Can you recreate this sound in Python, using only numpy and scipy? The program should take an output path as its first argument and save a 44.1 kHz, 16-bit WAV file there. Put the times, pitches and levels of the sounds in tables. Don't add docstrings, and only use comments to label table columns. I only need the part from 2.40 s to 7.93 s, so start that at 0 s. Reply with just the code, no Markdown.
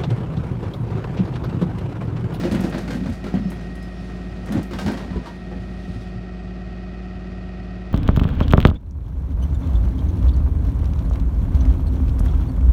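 import sys
import numpy as np
from scipy import signal
from scipy.fft import rfft, irfft, next_fast_len
from scipy.io import wavfile
from scipy.ndimage import uniform_filter1d, map_coordinates

SR = 44100
rng = np.random.default_rng(int(sys.argv[2]) if len(sys.argv) > 2 else 0)


def waveform_to_disk(signal):
    frames = np.transpose(np.atleast_2d(signal))
    scaled = np.clip(frames, -1, 1) * 32767
    samples = np.round(scaled).astype(np.int16)
    wavfile.write(sys.argv[1], SR, samples)


N = 243873
TIME = np.arange(N) / SR
AGE = np.arange(SR // 2) / SR


def amp(db):
    return 10 ** (np.asarray(db) / 20)


def unit(x):
    return x / np.sqrt(np.mean(x ** 2) + 1e-20)


def fade(t60):
    return np.exp(-np.log(1000) * AGE / np.maximum(t60, 1e-3))


def along(points, hz):
    knots_hz, values = np.transpose(points)
    return np.interp(np.log(hz + 1), np.log(knots_hz + 1), values)


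def curves(rows):
    times, *columns = np.transpose(rows)
    return [np.interp(TIME, times, column) for column in columns]


def wobble(rate_hz):
    return map_coordinates(rng.standard_normal(int(N * rate_hz / SR) + 4), [TIME * rate_hz])


def swell(centre_s, length_s):
    return np.cos(np.pi * np.clip((TIME - centre_s) / length_s, -.5, .5)) ** 2


def resting(start_s=2.9, length_s=.9):
    return np.clip((TIME - start_s) / length_s, 0, 1)


def colour(x, gain_db):
    size = 2 * next_fast_len(len(x) // 2 + 4096)
    cepstrum = irfft(np.log(amp(gain_db(np.fft.rfftfreq(size, 1 / SR)))), size)
    cepstrum[1:size // 2] *= 2
    cepstrum[size // 2 + 1:] = 0
    return irfft(rfft(x, size) * np.exp(rfft(cepstrum)), size)[:len(x)]


def shaped(x, spectrum):
    return unit(colour(x, lambda hz: along(spectrum, hz)))


def grains(size, per_s, spread_db):
    contacts = (rng.random(size) < per_s / SR) * rng.choice([-1, 1], size)
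    return contacts * amp(spread_db * np.clip(rng.standard_normal(size), -2, 2))


def modes(table):
    return sum(amp(db + rng.normal(0, 2)) * fade(t60) * np.sin(2 * np.pi * hz * rng.normal(1, .008) * AGE)
               for hz, db, t60 in table)


def excite(force, ring):
    return signal.fftconvolve(force, ring)[:len(AGE)]


def add(track, s, db, blow):
    start = max(round(s * SR), 0)
    loudest = np.sqrt(uniform_filter1d(blow ** 2, size=882).max())
    track[start:start + len(blow)] += (amp(db) * blow / loudest)[:N - start]


def whistle(path, waver_hz):
    hz, db = curves(path)
    gain = amp(db + 3 * wobble(15))
    return gain * np.sin(2 * np.pi * np.cumsum(hz + waver_hz * wobble(400)) / SR)


def shaft_tone(turns, order, drift_rad):
    return np.sqrt(2) * np.sin(2 * np.pi * (order * turns + rng.random()) + drift_rad * wobble(9))


# (frequency [Hz], t60 [s])
YARD_DECAY = [(100, 0.36), (1000, 0.17), (5000, 0.15), (14000, 0.31)]
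def yard(x):
    hz, age, noise = signal.stft(rng.standard_normal(SR // 2), SR, nperseg=256)
    decay = np.exp(-np.log(1000) * age / along(YARD_DECAY, hz)[:, None])
    tail = signal.istft(noise * decay, SR, nperseg=256)[1]
    delayed = np.pad(x, (400, 0))
    return signal.fftconvolve(delayed, tail / np.linalg.norm(tail))[:N]


# (order [per turn], rms level [dB])
HUM_ORDERS = [(3, -33), (5, -51), (6, -45.5), (8, -56.5), (9, -48), (10, -36), (12, -55), (12.5, -56),
              (13.5, -59.5), (14.5, -56), (15.5, -55.5), (17.5, -55), (18.5, -54), (20, -47.5), (22, -57.5),
              (24, -65.5), (26, -66.5), (30, -62), (31, -61), (33, -60.5), (34, -57.5), (35.5, -61),
              (39, -58.5), (39.5, -63.5), (40, -59.5), (42, -64), (44, -64.5), (72, -63), (84, -64.5),
              (136, -62)]
def hum(turns):
    return sum(amp(db + 0.15 * wobble(5)) * shaft_tone(turns, order, 0.012 + 0.00074 * order)
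               for order, db in HUM_ORDERS)


def gear_whine(turns):
    throb_depth = .4 + .35 * resting()
    throb = 1 + throb_depth * np.sin(2 * np.pi * turns)
    mesh = amp(.5 * wobble(10)) * shaft_tone(turns, order=102, drift_rad=.15) * throb
    strain = swell(centre_s=1.38, length_s=.7)
    strained = amp(-49.5) * strain * shaft_tone(turns, order=103, drift_rad=.4)
    return amp(-54.5 - 2.5 * resting()) * (1 - strain / 2) * mesh + strained


# (order [per turn], depth [dB])
CLATTER_BEATS = [(1, .85), (2, .95), (5, .65), (6, .75), (11, .75), (12, .65), (16, .6)]
# (frequency [Hz], gain [dB])
BLOCK_SPECTRUM = [(150, -31), (300, -16.5), (380, -7), (490, -18), (560, -17), (740, -11.5), (900, -23),
                  (1300, -25), (1680, -25), (2200, -27), (3200, -28), (4700, -29.5), (6500, -41),
                  (9500, -51), (11500, -57.5), (16000, -67.5)]
# (centre [Hz], width [Hz], lift [dB])
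COVER_PEAKS = [(628, 116, 4.5), (1284, 274, 11), (1932, 157, 10.5), (2550, 730, 7)]
def clatter(turns):
    cycle = rng.standard_normal(round(2 * SR * TIME[-1] / turns[-1]))
    repeated = map_coordinates(cycle, [turns / 2 % 1 * len(cycle)], mode="grid-wrap")
    knocks = .72 * repeated + .68 * rng.standard_normal(N)
    beat_db = sum(db * np.cos(2 * np.pi * (order * turns + rng.random())) for order, db in CLATTER_BEATS)
    covers = lambda hz: sum(db / (1 + (2 * (hz - mid) / width) ** 2) for mid, width, db in COVER_PEAKS)
    body_db = lambda hz: along(BLOCK_SPECTRUM, hz) + covers(hz)
    return amp(-46.5) * unit(colour(knocks * amp(beat_db), body_db))


# (time [s], speed [turns/s])
SHAFT_SPEED = [(0, 18.3), (1.0, 18.26), (1.6, 18.27), (2.4, 18.31), (3.2, 18.32), (4.4, 18.34),
               (5.53, 18.33)]
# (frequency [Hz], gain [dB])
EXHAUST_SPECTRUM = [(22, -6), (36, -7), (55, 4), (85, 11), (140, 1), (270, -10), (380, -8.5), (520, -46.5),
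                    (2000, -67)]
def engine():
    turns = np.cumsum(curves(SHAFT_SPEED)[0]) / SR
    tones = hum(turns)
    mechanics = gear_whine(turns) + clatter(turns)
    exhaust = amp(-41) * shaped(rng.standard_normal(N), EXHAUST_SPECTRUM)
    duck_db = np.interp(TIME, [2.79, 2.85, 3.07], [0, -9, 0])
    return amp(duck_db) * (tones + exhaust) + mechanics


# (time [s], pitch [Hz], level [dB])
VALVE_PATH = [(0, 9400, -90), (1.35, 9200, -77), (2.88, 9000, -86), (2.98, 9150, -72.5), (3.1, 9320, -80),
              (3.23, 9130, -74), (3.5, 8500, -75), (3.8, 8050, -86), (4.0, 7850, -79.5), (4.7, 7050, -82),
              (5.1, 6950, -95)]
def valve():
    return whistle(VALVE_PATH, waver_hz=110 + 450 * swell(centre_s=3.55, length_s=.8))


# (start [s], length [s], pitch [Hz], mid level [dB])
SQUEALS = [(.38, .09, 14520, -69), (1.0, .1, 5250, -61), (1.14, .13, 5070, -59.5), (1.39, .08, 5070, -58.5),
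           (1.49, .22, 5460, -64), (2.23, .13, 14790, -69.5), (2.48, .22, 14450, -72)]
def squeals(swell_db=8):
    out = np.zeros(N)
    for s, length, hz, db in SQUEALS:
        path = [(s, hz, db - swell_db), (s + length / 2, hz, db), (s + length, hz, db - swell_db)]
        out += whistle(path, waver_hz=70) * (TIME > s) * (TIME < s + length)
    return out


# (crest time [s], level [dB])
TRICKLES = [(1.69, -57), (3.21, -63.5), (3.5, -60), (3.62, -57.5)]
# (frequency [Hz], gain [dB])
GRIT_SPECTRUM = [(300, -29), (1500, -4.5), (3500, 11.5), (5500, 5.5), (7000, -1.5), (9300, -4),
                 (12000, -13.5), (16000, -13)]
def grit(shed_db, rise_db_per_s=59, fall_db_per_s=85):
    streams = sum(amp(db - np.maximum(rise_db_per_s * (s - TIME), fall_db_per_s * (TIME - s)))
                  for s, db in TRICKLES)
    gain = np.hypot(amp(shed_db), streams) * amp(wobble(68))
    return gain * shaped(grains(N, per_s=6000, spread_db=2.2), GRIT_SPECTRUM)


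# (time [s], effort [dB])
SLIDE_EFFORT = [(0, -1), (.3, -6), (.7, -4.5), (.8, -15), (1.1, -9), (1.4, -15), (2.03, -12.5), (2.18, 0.5),
                (2.29, -17.5), (2.47, -5), (2.7, -9.5), (3.0, -15.5), (3.6, -16.5), (4.0, -19.5),
                (5.53, -20.5)]
# (frequency [Hz], gain [dB])
RUMBLE_SPECTRUM = [(25, -33), (55, -2.5), (85, 1), (160, 10.5), (280, 5.5), (400, -22.5), (800, -42),
                   (3000, -99)]
SCRAPE_SPECTRUM = [(60, -31), (200, -1), (450, 12), (950, 1), (2000, -3), (4500, -22), (7000, -20),
                   (14000, -53)]
SHARD_SPECTRUM = [(150, -6), (400, -9), (780, -5), (1150, -11.5), (1600, -9), (2500, -15), (4400, -20.5),
                  (7000, -34.5), (11000, -42), (15500, -51)]
def slide():
    effort_db, = curves(SLIDE_EFFORT)
    settle_db = -11 * resting()
    rumble_db = -25.5 + effort_db + 1.3 * wobble(22.9)
    rumble = amp(rumble_db) * shaped(rng.standard_normal(N), RUMBLE_SPECTRUM)
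    scrape_db = -37.5 + 0.99 * effort_db + settle_db + 2.6 * wobble(24.58)
    scrape = amp(scrape_db) * shaped(grains(N, per_s=2500, spread_db=8), SCRAPE_SPECTRUM)
    trickle = grit(shed_db=-53.5 + 0.54 * effort_db + settle_db)
    fractures = shaped(grains(N, per_s=100, spread_db=1.6), SHARD_SPECTRUM)
    crackle = amp(-45 + effort_db) * (1 - resting()) * fractures
    return rumble + scrape + trickle + crackle


# (time [s], level [dB], pitch [Hz], length [s])
DROPS = [(0.242, -19.5, 185, .009), (0.659, -23, 120, 0.019), (2.141, -24, 159, 0.027),
         (2.18, -24, 89, 0.021), (2.753, -21.5, 61.5, .031)]
def drops():
    out = np.zeros(N)
    for s, db, hz, length in DROPS:
        push = (1 - np.exp(-AGE / .002)) * np.exp(-(AGE / length) ** 4)
        add(out, s, db, -push * np.sin(2 * np.pi * hz * AGE))
    return out


# (frequency [Hz], level [dB], t60 [s])
PANEL_MODES = [(964, 11, 0.11), (1370, -11, 0.052), (1570, -6, 0.2), (1900, -21, 0.081)]
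LID_MODES = [(355, 9, 0.097), (408, 1, 0.11), (492, 3, 0.042), (551, 2, 0.13), (612, 0.5, 0.091),
             (700, -0.5, 0.041)]
def clunk(at_s=2.855, rise_s=.006, decay_s=.028):
    out = np.zeros(N)
    envelope = np.exp(-AGE / decay_s) * (1 - np.exp(-AGE / rise_s))
    chatter = grains(len(AGE), per_s=4000, spread_db=3) * envelope
    edge = [(1100, 3.5), (2500, 3), (6500, 9.6)]  # (frequency [Hz], gain [dB])
    add(out, at_s, -41.5, excite(chatter, modes(PANEL_MODES) * fade(0.076)))
    add(out, at_s, -41.5, excite(chatter, modes(LID_MODES)))
    add(out, at_s, -41, colour(chatter, lambda hz: along(SHARD_SPECTRUM, hz) + along(edge, hz)))
    return out


# (time [s], relative level [dB])
SNAPS = [(0.12, -21.5), (0.147, -23), (0.205, -21.5), (0.295, -29), (0.382, -29), (0.551, -33),
         (0.695, -32), (1.101, -24.5), (1.352, -31.5), (1.425, -32.5), (2.058, -30), (2.12, -20),
         (2.228, -25), (2.515, -28)]
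# (frequency [Hz], gain [dB])
SPLINTER_SPECTRUM = [(2500, -8), (6000, -4.5), (10000, -4), (12500, -7.5), (15500, -14)]
def snaps():
    out = np.zeros(N)
    for s, db in SNAPS:
        tear = grains(len(AGE), per_s=16000, spread_db=1.5) * fade(.045) * (1 - np.exp(-AGE / .003))
        add(out, s, db - 23.5, shaped(tear, SPLINTER_SPECTRUM))
    return out


# (time [s], level [dB])
CLANKS = [(0.242, -47), (0.347, -50), (0.506, -42.5), (2.336, -47), (2.387, -37.5), (2.411, -46),
          (2.481, -40), (2.578, -47)]
# (frequency [Hz], level [dB], t60 [s])
SCRAP_MODES = [(1556, 0, .22), (2284, -7.5, .16), (2820, -3.5, 0.08), (3144, -6, .11), (3250, -9, .07),
               (3688, -7, 0.17), (4310, -9, 0.17), (5270, -14, 0.18), (5636, -16, 0.2)]
def clanks():
    out = np.zeros(N)
    for s, db in CLANKS:
        add(out, s, db, modes(SCRAP_MODES))
    return out


# (time [s], level [dB], pitch [Hz], t60 [s])
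SLABS = [(0.053, -23.5, 548, 0.091), (0.243, -30, 559, .08), (0.268, -29, 479, 0.1), (0.347, -39, 980, .09),
         (0.481, -41, 1480, 0.09), (0.129, -27, 333, 0.089), (0.242, -24.5, 327, 0.095),
         (0.356, -33.5, 330, 0.12), (2.156, -24.5, 328, 0.11), (2.312, -41, 644, .07),
         (2.387, -36.5, 1107, 0.069), (2.478, -27, 398, 0.15), (2.481, -35, 940, .09),
         (2.482, -33, 608, 0.073), (2.604, -48, 1585, .1), (2.73, -41, 985, 0.13),
         (2.76, -35.5, 705, 0.053), (2.772, -41, 960, .08), (2.859, -38, 1157, .08),
         (3.114, -39.5, 818, 0.07)]
# (frequency ratio, level [dB])
SLAB_MODES = [(0.611, -1), (1, 0), (1.37, -14), (2.44, -18.5)]
def slabs():
    out = np.zeros(N)
    for s, db, hz, t60 in SLABS:
        strike = grains(len(AGE), per_s=770, spread_db=2.6) * np.exp(-AGE / 0.021)
        strike[0] += 3.8
        ring = modes([(hz * ratio, level, t60) for ratio, level in SLAB_MODES])
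        add(out, s, db, excite(strike, ring))
    return out


# (time [s], level [dB])
BREAKS = [(0.035, -32), (0.193, -36.5), (0.239, -35.5), (0.343, -34.5), (0.508, -41), (0.659, -41.5),
          (0.841, -41), (0.94, -45), (1.118, -38.5), (2.122, -34), (2.311, -43), (2.334, -41),
          (2.387, -33.5), (2.463, -33), (2.481, -32)]
# (frequency [Hz], gain [dB])
FRACTURE_SPECTRUM = [(200, -13), (600, 9.5), (1100, 2), (1800, 1.5), (2600, -6.5), (3700, -9.5),
                     (5500, -17), (9000, -39), (15500, -25)]
def breaks():
    out = np.zeros(N)
    for s, db in BREAKS:
        add(out, s, db, shaped(rng.standard_normal(len(AGE)) * fade(0.066), FRACTURE_SPECTRUM))
    return out


# (time [s], relative level [dB], wall tone [Hz], overtone trim [dB], thud trim [dB])
LANDINGS = [(0.043, -25, 156, -12, -12), (0.117, -9, 200.6, -12, -8), (0.146, -10.5, 213, -23, -7),
            (0.186, -10, 190, -11.5, -10), (0.24, -16, 199, -10, -13), (0.346, -17.5, 251, -13, -20),
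            (0.391, -21, 200, -22, -12), (0.488, -22, 215, -3.5, -21), (0.549, -16, 239, -13, -22),
            (0.612, -17, 196.4, -9, -9), (0.659, -16, 202, -11.5, -1.5), (0.692, -15, 222, -23, -5),
            (0.845, -16, 197, -15, -21), (0.94, -8, 189, -13, -19), (0.971, -13, 202, -31, -7),
            (0.998, -12, 213, -33, -20), (1.055, -10.5, 188.6, -30, -30), (1.74, -31, 210, -14, 0),
            (2.103, -16, 207, -21, -16), (2.142, -13.5, 228, -10, -7), (2.168, -13.5, 202.5, -5.5, -11.5),
            (2.333, -16, 196, -11.5, -10), (2.443, -15, 183, -12, -5), (2.469, -8, 213, -12, -19),
            (2.508, -17.5, 208, -16, -17), (2.706, -23, 184, -16, -3), (2.755, -20.5, 182.3, -4, -7),
            (3.15, -26, 205, -9, -5), (3.199, -30.5, 189, -14, 3), (3.48, -21, 170, -9, -2.5),
            (3.56, -20, 182.4, -12, -2.5), (3.76, -27, 150, -10, 2.5)]
# (frequency ratio, level [dB])
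WALL_MODES = [(1.299, 9), (1.551, -3.5), (1.85, -8), (2.3, -7)]
def booms():
    out = np.zeros(N)
    contact = 1 - np.exp(-AGE / 0.0035)
    for s, db, hz, overtone_db, _ in LANDINGS:
        add(out, s, db - 8.5, contact * modes([(hz, 0, .11)]))
        overtones = modes([(hz * ratio, level, .1) for ratio, level in WALL_MODES])
        add(out, s, db + overtone_db - 3, contact * overtones)
    return out


def thuds(ground_hz=109.8):
    out = np.zeros(N)
    contact = 1 - np.exp(-AGE / 0.0059)
    for s, db, _, _, thud_db in LANDINGS:
        hz = ground_hz * np.exp(0.2 * rng.standard_normal())
        add(out, s, db + thud_db - 6, contact * modes([(hz, 0, .11), (hz * 1.37, -8, .08)]))
    return out


# (time [s], relative level [dB], lid trim [dB], treble edge [dB], fragment trim [dB])
CRASHES = [(0, -27.5, 2, 8.5, -16), (0.037, -28.5, 7.5, 2.5, -22), (0.052, -25.5, 2, 7, -23),
           (0.113, -23, -2, 7.5, -25), (0.146, -23.5, -4, -8, -28), (0.195, -35, 3.5, -6, -19),
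           (0.212, -30.5, -11, 7, -25), (0.236, -26.5, 3, 11, -21), (0.266, -36, 6, 9, -21),
           (0.325, -23.5, -14, -5, -31), (0.347, -26.5, -2, 1, -18), (0.366, -31, -8, 2, -20),
           (0.38, -26.5, 0.5, 10.5, -29), (0.478, -24.5, -11, 6, -27), (0.506, -25, -4, 9.5, -30),
           (0.532, -30, -12, 9, -25), (0.658, -34.5, 3, 10, -7), (0.724, -34.5, -19, 13, -17),
           (0.841, -31, 2, 8, -10), (0.866, -29.5, 4.5, 5, -9), (0.939, -40, 17.5, 16.5, -14),
           (0.95, -29.5, -2, -13, -16), (1.118, -37.5, 3.5, -18, -8), (1.21, -39, 0, 8, -14),
           (2.122, -28.5, 1, -1, -19), (2.158, -34, 1, -3, -13), (2.31, -31.5, 3.5, 7.5, -12),
           (2.334, -25.5, -27, 5, -9.5), (2.358, -39, -2, 0, -16), (2.387, -25.5, -16, 12, -23),
           (2.412, -29, -13, 9, -19), (2.463, -24, -16, 9.5, -16), (2.481, -28, -0.5, -8, -9),
           (2.51, -29, -10, 5, -12), (2.538, -33, 1.5, 6, -7), (2.573, -27, -11, 5.5, -17),
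           (2.602, -47, -2, 4, -10), (2.704, -32, -9, -2, -22), (2.759, -37, 6, -4, -10),
           (3.114, -41, 7.5, 1, -8)]
# (frequency [Hz], level [dB], t60 [s])
FRAGMENT_MODES = [(950, -10.5, 0.22), (1230, -12, 0.047), (1190, -9, 0.043), (1545, 0, 0.056),
                  (2150, -27, 0.073), (2630, -15, 0.075), (3800, -39, 0.11)]
def crashes(crumple_s=0.034):
    out = np.zeros(N)
    for s, db, lid_db, edge_db, fragment_db in CRASHES:
        cracks = grains(len(AGE), per_s=4000, spread_db=5.2) * np.exp(-AGE / crumple_s)
        cracks += 0.19 * rng.standard_normal(len(AGE)) * fade(0.037)
        edge = [(3500, 0.0073), (6500, edge_db)]
        add(out, s, db - 10, colour(cracks, lambda hz: along(SHARD_SPECTRUM, hz) + along(edge, hz)))
        add(out, s, db + lid_db - 5.5, excite(cracks * fade(0.1), modes(LID_MODES)))
        pitch_ratio = np.exp(.12 * rng.standard_normal())
        fragment = modes([(hz * pitch_ratio, level, t60) for hz, level, t60 in FRAGMENT_MODES])
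        add(out, s, db + fragment_db - 6, excite(cracks * fade(.25), fragment))
    return out


def scene():
    sharp = crashes() + breaks() + slabs() + clanks() + snaps() + clunk()
    dull = booms() + thuds()
    echo = yard(amp(-6.5) * sharp + amp(-10) * dull)
    return (sharp + dull + drops() + echo + slide() + engine() + valve() + squeals())[None]


def record(dry, low_hz=36, top_hz=15900):
    thin = signal.sosfilt(signal.butter(2, low_hz, "highpass", fs=SR, output="sos"), dry)
    return signal.sosfilt(signal.ellip(10, .1, 80, top_hz, fs=SR, output="sos"), thin)


dry = scene()
out = record(dry)
waveform_to_disk(out)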